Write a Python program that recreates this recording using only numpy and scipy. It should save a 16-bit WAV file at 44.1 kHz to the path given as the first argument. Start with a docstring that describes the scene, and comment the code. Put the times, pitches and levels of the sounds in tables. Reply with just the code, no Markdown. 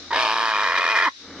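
"""Cockatoo screech on a wooded slope

A young cockatoo held in the hand gives one harsh, rattling screech, with a brief squeal at each end.
Its voice membranes slap roughly 100 times a second, now evenly, now in ragged clusters. Each slap is
a click that rings the throat, a set of resonances, along with puffs of air made from noise.
Behind it, filtered noise makes a low rustle and hissing insects, and a low wavering sine hums.
"""
import sys
import numpy as np
from scipy import signal
from scipy.fft import rfft, irfft
from scipy.io import wavfile
from scipy.ndimage import uniform_filter1d, minimum_filter1d, map_coordinates

SR = 44100
rng = np.random.default_rng(int(sys.argv[2]) if len(sys.argv) > 2 else 0)


def output_pcm(signal):
    """Save a mono or channel-first signal as 16-bit PCM at the path in sys.argv[1].

    Samples are clipped to [-1, 1] before scaling.
    """
    pcm = np.clip(np.atleast_2d(signal).T, -1, 1) * 32767
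    wavfile.write(sys.argv[1], SR, np.round(pcm).astype(np.int16))


N = 61739


def undb(db):
    """Turn decibels into a gain."""
    return 10 ** (np.asarray(db) / 20)


def curve(table, axis=1):
    """Join one column of a table by straight lines in time."""
    rows = np.array(table, float)
    return np.interp(np.arange(N) / SR, rows[:, 0], rows[:, axis])


def unit(x):
    """Scale to rms 1."""
    return x / np.sqrt(np.mean(x ** 2) + 1e-18)


def smooth(x, seconds):
    """Average twice over a short sliding window."""
    k = max(int(seconds * SR), 1)
    return uniform_filter1d(uniform_filter1d(x, k), k)


def even(x):
    """Hold the short-term level at rms 1."""
    return x / np.sqrt(abs(smooth(x ** 2, .02)) + 1e-12)


def walk(seconds):
    """Drift slowly at random, with rms 1."""
    return unit(smooth(rng.standard_normal(N), seconds))


def colour(x, points, ring=1):
    """Filter along (Hz, dB) points; ring 1 only rings afterwards, ring 0 is symmetric in time."""
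    hz, db = np.array(points, float).T
    half = 1024
    f = np.maximum(np.arange(half + 1) * SR / (2 * half), 1)
    log_gain = np.log(undb(np.interp(np.log(f), np.log(hz), db)))
    # Folding the cepstrum forward in time gives the phase of a filter that only rings afterwards
    cepstrum = irfft(log_gain)
    cepstrum[1:half] *= 2
    cepstrum[half + 1:] = 0
    response = rfft(cepstrum)
    taps = np.roll(irfft(np.exp(response.real + 1j * ring * response.imag)), half)
    return signal.oaconvolve(x, taps)[half:half + N]


def tone(hz, waver, seconds):
    """A sine of rms 1 whose pitch wanders."""
    wandering_hz = hz * (1 + waver * walk(seconds))
    return np.sqrt(2) * np.sin(2 * np.pi * np.cumsum(wandering_hz) / SR)


LEFT_RIGHT = np.array([[1], [-1]])  # sign for the left and the right channel

# Tone colour of the rustle. Each row: frequency in Hz, relative level in dB.
RUSTLE_COLOUR = [(18, -52), (30, -16), (76, -26), (137, -13.5), (280, -3.5), (642, -12.5), (926, -18),
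                 (1060, -17.5), (1170, -10.5), (1750, -15.5), (2340, -15), (2570, -47), (3000, -20),
                 (3900, -49), (6600, -120)]
# Loudness of the rustle, which the drone follows. Each row: time in seconds, level in dB.
RUSTLE_LEVEL = [(0, -49), (.09, -47.5), (.3, -49), (1.08, -55.5), (1.13, -71), (1.18, -63), (1.25, -46.5),
                (1.32, -41.5), (1.4, -41)]
RUSTLE_SIDE = 0.052  # share that differs between left and right
DRONE_HZ, DRONE_DB = 274.6, -8  # dB against the rustle


def rustle():
    """A low wash of noise with a wavering drone; both sink as the call ends, then return louder."""
    middle = unit(colour(rng.standard_normal(N), RUSTLE_COLOUR))
    difference = unit(colour(rng.standard_normal(N), RUSTLE_COLOUR))
    drone = undb(DRONE_DB) * tone(DRONE_HZ, waver=0.0513, seconds=0.023)
    low = middle + RUSTLE_SIDE * difference * LEFT_RIGHT + drone
    return low * undb(curve(RUSTLE_LEVEL) + 0.81 * walk(0.009))


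# Tone colour of the insects. Each row: frequency in Hz, relative level in dB.
INSECT_COLOUR = [(900, -20), (1800, -11.5), (2500, -11), (3200, -10.5), (3800, 2), (4500, -5), (5800, -5.5),
                 (7000, -19), (8500, -32.5), (11000, -39), (14000, -78)]
# The chorus varies a little in loudness and stays stronger on the left.
# Each row: time in seconds, level in dB, left minus right in dB.
INSECT_LEVEL = [(0, -39.5, 3.5), (.1, -41.5, 3.5), (1.1, -42.5, 3.5), (1.25, -44.5, 4), (1.4, -40, 3.5)]


def insects():
    """A hissing chorus all around: separate noise on each side, its loudness drifting."""
    hiss = np.array([unit(colour(rng.standard_normal(N), INSECT_COLOUR)) for _ in range(2)])
    balance_db = LEFT_RIGHT * curve(INSECT_LEVEL, axis=2) / 2
    return hiss * undb(curve(INSECT_LEVEL) + 1.97 * walk(0.11) + balance_db)


# Loudness of the hum. Each row: time in seconds, level in dB.
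HUM_LEVEL = [(0, -59), (.2, -53), (.33, -79), (.45, -74), (.6, -62), (.69, -55), (.8, -62), (.95, -72),
             (1.18, -75.5), (1.3, -55), (1.4, -57)]


def hum():
    """A low sine that wavers in pitch and comes and goes."""
    return tone(82.4, waver=0.01538, seconds=0.099) * undb(curve(HUM_LEVEL))


def forest():
    """The rustle, insects and hum added together."""
    return rustle() + insects() + hum()


# A thin whistle early in the rattle. Each row: time in seconds, pitch in Hz, relative level in dB.
WHISTLE = [(.14, 574, -48), (.162, 599, -33), (.19, 658, -29), (.23, 643, -34), (.265, 625, -34),
           (.33, 625, -75)]


def whistle():
    """A thin wavering sine beneath the slaps, early in the call."""
    return tone(curve(WHISTLE), waver=0.017, seconds=0.0019) * undb(curve(WHISTLE, axis=2))


# The squeal at each end. Each row: time in seconds, pitch in Hz, relative level in dB.
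SQUEAL = [(.105, 316, -25), (.117, 314.4, -25.5), (.125, 446.6, -17), (.137, 464, -23.5), (.155, 517, -29),
          (.2, 562.5, -56), (1.04, 368.6, -42), (1.062, 351.2, -23), (1.073, 307.5, -19.5),
          (1.085, 263.8, -18), (1.10, 243, -31)]
# Resonances of the nearly closed beak. Each row: frequency in Hz, relative level in dB.
SQUEAL_COLOUR = [(270, -16), (450, -12), (620, -20.5), (790, -20.5), (920, 1), (1040, 4.5), (1200, -6.5),
                 (1400, -20), (1750, -10), (2030, -5.5), (2300, -27.5), (5000, -40.5)]
SQUEAL_WAVER = 0.0059  # share by which the pitch wanders


def squeal():
    """A pitched voice of eight harmonics that rises into the rattle and falls out of it."""
    pitch_hz = curve(SQUEAL) * (1 + SQUEAL_WAVER * walk(0.0021))
    phase = 2 * np.pi * np.cumsum(pitch_hz) / SR
    harmonics = sum(np.sin(k * phase) for k in range(1, 9))
    return even(colour(harmonics, SQUEAL_COLOUR)) * undb(curve(SQUEAL, axis=2))


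START_S, STOP_S, ATTACK_S, RELEASE_S = .105, 1.087, 0.0021, 0.003


def gate(t, start, end):
    """Quick attack, hold, short ring-out."""
    return np.clip((t - start) / ATTACK_S, 0, 1) * np.exp(-np.maximum(t - end, 0) / RELEASE_S)


def clicks(times, sizes):
    """Clicks that can fall between samples, each drawn as a short windowed sinc."""
    out = np.zeros(N)
    at = times[:, None] * SR
    taps = np.floor(at).astype(int) + np.arange(-7, 9)
    shape = np.sinc(taps - at) * np.sinc((taps - at) / 8)
    np.add.at(out, np.clip(taps, 0, N - 1), sizes[:, None] * shape)
    return out


CHIRP_S_PER_OCTAVE = 0.000434


def chirp(x):
    """Make each slap sweep upward: parts above 1200 Hz come later, parts below it earlier."""
    f = np.arange(N // 2 + 1) * SR / N
    delay = CHIRP_S_PER_OCTAVE * np.log2(np.clip(f, 400, 8000) / 1200)
    # Delays added up over frequency become a phase shift
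    return irfft(rfft(x) * np.exp(-2j * np.pi * np.cumsum(delay) * SR / N), N)


# Distance of the stray slaps from the main one. Each row: time in seconds, gap in seconds.
CLUSTER_GAP = [(.3, 0.002), (.65, 0.001742), (.92, 0.00169), (.97, 0.0024)]
CLUSTER_SCATTER = 0.172  # spread of the stray slaps, in units of their gap
CLUSTER_GAIN = 0.96  # size of the stray slaps when fully ragged
SHIMMER_DB = 0.5  # spread of slap sizes (dB; for main slaps, when fully ragged)


def stray_slaps(t, beats, main_size, rough, chance):
    """Extra slaps just before and just after each main slap, larger when the voice is ragged."""
    gap = np.interp(beats, t, curve(CLUSTER_GAP))
    out = np.zeros(N)
    for place, stray, strength in zip((-1, 1), chance[:2], chance[2:]):
        times = beats + gap * (place + CLUSTER_SCATTER * stray)
        out += clicks(times, main_size * rough * CLUSTER_GAIN * undb(SHIMMER_DB * strength))
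    return out


# Raggedness of the voice. Each row: time in seconds, roughness (0 even, 1 fully ragged;
# slightly higher values only add air).
ROUGH = [(.11, 1.06), (.18, 0.93), (.205, 0.26), (.24, 0.56), (.275, 0.44), (.33, 0.28), (.38, 0.61),
         (.41, 0.71), (.43, 0.23), (.495, 0.33), (.515, 0.85), (.54, 0.27), (.59, 0.44), (.70, 1.03),
         (.79, 0.86), (.90, .55), (.93, 0.15), (.955, 0), (.97, 0.68), (1.02, 0.57), (1.08, 0.71)]
# Tone colour of the air puffs. Each row: frequency in Hz, relative level in dB.
AIR_COLOUR = [(300, -11.5), (1000, -19), (2200, -6.5), (4000, 0), (6000, -8.5), (12000, -5.5)]
AIR_DB, AIR_WIDTH, AIR_STEADY = 1, .12, .18  # dB against the slaps; puff width in cycles; constant part


def air_puffs(cycle, slap_level):
    """Breath noise that puffs with every slap, stronger when the voice is ragged."""
    from_slap = cycle - np.round(cycle)
    puff = AIR_STEADY + np.exp(-(from_slap / AIR_WIDTH) ** 2)
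    noise = colour(rng.standard_normal(N), AIR_COLOUR)
    return unit(puff * (0.56 + curve(ROUGH)) * noise) * slap_level * undb(AIR_DB)


# How fast the membranes slap. Each row: time in seconds, rate in Hz.
RATE = [(0.105, 45.42), (0.15, 72.85), (0.2, 122.7), (0.29, 104.1), (0.35, 121.3), (0.39, 107),
        (0.42, 115.3), (0.49, 110.8), (0.59, 100.4), (0.63, 110.8), (0.68, 84.1), (0.75, 90.47),
        (0.82, 94.23), (0.865, 74.55), (0.905, 113.4), (0.945, 110.6), (0.985, 72.4), (1.06, 123.4)]
# Spells with two slaps a cycle. Each row: start and end in seconds, strength of the second slap 0-1.
DOUBLING = [(.692, 0.7, 0.4), (0.764, 0.784, 0.83), (0.924, 0.973, 0.74), (1.03, 1.078, 0.72)]
JITTER = 0.0649  # spread of slap times when fully ragged, as a share of the cycle


def membranes(t):
    """The voice membranes give slaps, stray slaps and air puffs; also returns the cycle count."""
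    phase = np.cumsum(curve(RATE) * (t > START_S)) / SR
    beats = np.interp(np.arange(int(phase[-1])) + .5, phase, t)
    period = 1 / np.interp(beats, t, curve(RATE))
    rough = np.clip(np.interp(beats, t, curve(ROUGH)), 0, 1)
    chance = rng.standard_normal(size=(200, 8))[:len(beats)].T  # one column per slap
    beats = beats + JITTER * rough * period * chance[0]
    size = undb(SHIMMER_DB * rough * chance[1])
    second = sum(share * gate(beats, start, end) for start, end, share in DOUBLING)
    slaps = clicks(beats, size * (1 - 0.37 * rough))
    slaps = slaps + clicks(beats + period / 2, size * second)
    strays = stray_slaps(t, beats, size, rough, chance[2:6])
    cycle = np.interp(t, np.sort(beats), np.arange(len(beats)))
    air = air_puffs(cycle, np.std(slaps + strays))
    return (chirp(slaps), chirp(strays), air), cycle


# Throat and beak resonances. Each row: frequency in Hz, relative level in dB early in the call,
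# relative level in dB late in the call.
THROAT = [(115, -35, -52), (191, -31.5, -33), (294, -16, -20.5), (500, -14, -13.5), (613, -14.5, -15),
          (656, -6.5, -6), (859.4, -9, -27.5), (865.5, 3.5, -0.5), (1100, 3, 3.5), (1216, 1, -3),
          (1376, -11, 1), (1498, -3, -9), (1740, 6, 0), (2063, -23, -3.5), (2156, -10.5, -17),
          (2480, -15.5, -3.5), (2540, -21.5, -24), (2906, -14.5, -16.5), (3280, -11.5, -14.5),
          (3433, -9.5, -10.5), (3650, -20.5, -39), (3680, -9.5, -19.5), (3980, -17, -17),
          (4620, -15, -20.5), (5770, -21.5, -21.5), (5660, -23, -23.5), (6400, -30, -32), (7740, -39, -38),
          (8240, -53, -67), (8530, -34.5, -40), (10300, -54, -55.5), (12360, -59.5, -56), (14800, -77, -85)]
THROAT_SHIFT_S = (.28, .7)  # start and end of the change from early to late
RING_SHARE = 0.43  # 1: a slap only rings out; 0: it builds up as slowly as it dies


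def throat(t, x, stretch):
    """Resonances that pass from their early to their late shape, all shifted in pitch by the stretch."""
    rows = np.array(THROAT, float)
    # Warp time, filter, then warp back: the source keeps its timing while the resonances move
    clock = np.cumsum(stretch) / SR
    warped = map_coordinates(x, [np.interp(t, clock, t) * SR])
    early = map_coordinates(colour(warped, rows[:, [0, 1]], RING_SHARE), [clock * SR])
    late = map_coordinates(colour(warped, rows[:, [0, 2]], RING_SHARE), [clock * SR])
    return early + np.interp(t, THROAT_SHIFT_S, [0, 1]) * (late - early)


# Loudness of the rattle's five registers. Each row: time in seconds, then relative level in dB of
# the low body, the main resonance, the second resonance, the third resonance and the treble.
LEVELS = [(0.11, -42, -23.5, -36, -47, -32), (0.136, -26, -24, -24.5, -31.5, -27.5),
          (0.188, -34.5, -24.5, -27, -30, -29), (0.214, -35.5, -24, -33, -28, -28.5),
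          (0.27, -34, -23.5, -33.5, -31.5, -31.5), (0.47, -37, -24, -28.5, -39.5, -32.5),
          (0.496, -36, -23.5, -27.5, -35, -32), (0.514, -36, -27.5, -23.5, -47, -34),
          (0.526, -36.5, -23, -37, -31, -35.5), (0.548, -38, -23, -30.5, -31, -34.5),
          (0.658, -36, -24.5, -25.5, -36.5, -33.5), (0.746, -36, -25.5, -26.5, -34.5, -37),
          (0.784, -37.5, -24.5, -24.5, -28.5, -26.5), (0.792, -33, -24.5, -26, -35, -41),
          (0.812, -36.5, -24.5, -30, -30.5, -34.5), (0.85, -34, -25, -24, -34, -32.5),
          (0.922, -35.5, -24.5, -27, -26, -31), (0.94, -36, -27, -34, -34.5, -40.5),
          (0.958, -32.5, -23, -18.5, -29.5, -30.5), (1.042, -35.5, -25, -22, -33.5, -32.5),
          (1.085, -50, -17.5, -21, -39, -30.5)]
# How each register answers, one row each from low to high. Each row: share of the stray slaps,
# share of the air, spread from slap to slap in dB before evening out (a minus sign flips it).
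REGISTERS = [(0.48, 0.78, 1.5), (0.44, 0.69, 0.5), (1.52, 0.78, 3), (1, .9, -1), (0.55, 0.71, 2)]
SPLIT_HZ = (820, 1450, 2250, 2750)  # borders between the registers
THROAT_WANDER, THROAT_WANDER_S = 0.016, 0.0074  # share by which resonances drift; smoothing time


def rattle(t):
    """The slaps ring the throat; five registers swell on their own and change with every slap."""
    sources, cycle = membranes(t)
    stretch = 1 + THROAT_WANDER * walk(THROAT_WANDER_S)
    rest = np.array([throat(t, x, stretch) for x in sources])
    out = np.zeros(N)
    for k, (stray_share, air_share, spread_db) in enumerate(REGISTERS):
        band = rest  # the last register takes all that is left
        if k < len(SPLIT_HZ):
            lowpass = signal.butter(N=10, Wn=SPLIT_HZ[k], fs=SR, output="sos")
            band = signal.sosfiltfilt(lowpass, rest)
        rest = rest - band
        slaps, strays, air = band
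        accent = smooth(rng.standard_normal(size=200)[np.round(cycle).astype(int)], .001)
        voiced = (slaps + stray_share * strays + air_share * air) * undb(spread_db * accent)
        out = out + even(voiced) * undb(curve(LEVELS, axis=k + 1))
    return out


# The rattle grows out of the opening squeal and gives way to the closing one.
# Each row: time in seconds, change of level in dB.
RATTLE_FADE = [(.105, -12), (.12, -5.5), (.132, -3), (.15, 1), (1.055, 0.5), (1.066, -6.5), (1.088, -9.5)]
# Catches in the voice. Each row: time in seconds, half length in seconds, depth in dB.
CATCHES = [(.122, .0025, -11), (0.149, 0.0022, -9.5), (0.348, 0.003, -21), (.771, 0.0022, -10),
           (0.856, 0.0018, -3), (0.998, 0.0015, -6), (1.016, 0.0014, -8)]


def cockatoo(t):
    """The whole screech: rattle, squeals and whistle, with brief catches in the voice."""
    catch_db = sum(db * np.exp(-((t - s) / half) ** 2) for s, half, db in CATCHES)
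    voice = rattle(t) * undb(curve(RATTLE_FADE)) + squeal() + whistle()
    return voice * gate(t, START_S, STOP_S) * undb(catch_db)


# Balance between the sides. Each row: frequency in Hz, left minus right in dB.
PAN = [(200, -2), (700, 0), (1400, 0.4), (2800, 1.4), (5000, -2.5), (8000, -2), (13000, -14)]
# Scatter from the slope. Each row: frequency in Hz, level in dB against the direct sound.
SCATTER = [(300, -18), (1200, -18), (1950, -10.5), (2500, -0.5), (5000, -5), (10000, 3)]
SCATTER_T60_S = 0.1  # time for the scatter to fade by 60 dB
LEFT_LAG_S, VOICE_DB = .000044, -0.5


def slope(t, voice):
    """The bird is slightly to the right; earth and leaves scatter a very short tail."""
    left = np.interp(t - LEFT_LAG_S, t, voice)
    early = t[t < .1]
    out = []
    for side, direct in ((1, left), (-1, voice)):
        tail = rng.standard_normal(len(early)) * undb(-60 * early / SCATTER_T60_S)
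        echo = signal.oaconvolve(voice, tail / np.linalg.norm(tail))[:N]
        heard = direct + colour(echo, SCATTER)
        out.append(colour(heard, [(hz, side * db / 2) for hz, db in PAN], ring=0))
    return np.array(out) * undb(VOICE_DB)


def scene():
    """The screech in front of the forest."""
    t = np.arange(N) / SR
    return slope(t, cockatoo(t)) + forest()


PEAK_LIMIT, TOP_HZ = .42, 14300  # limiter threshold (full scale is 1); upper frequency limit


def record(dry):
    """A fast limiter holds down the sharpest peaks; the recorder cuts the top."""
    room = np.minimum(1, PEAK_LIMIT / (abs(dry).max(axis=0) + 1e-9))
    limited = dry * smooth(minimum_filter1d(room, size=90), .001)
    top_cut = signal.ellip(8, .2, 70, TOP_HZ, fs=SR, output="sos")
    return signal.sosfilt(top_cut, limited)


dry = scene()
out = record(dry)
output_pcm(out)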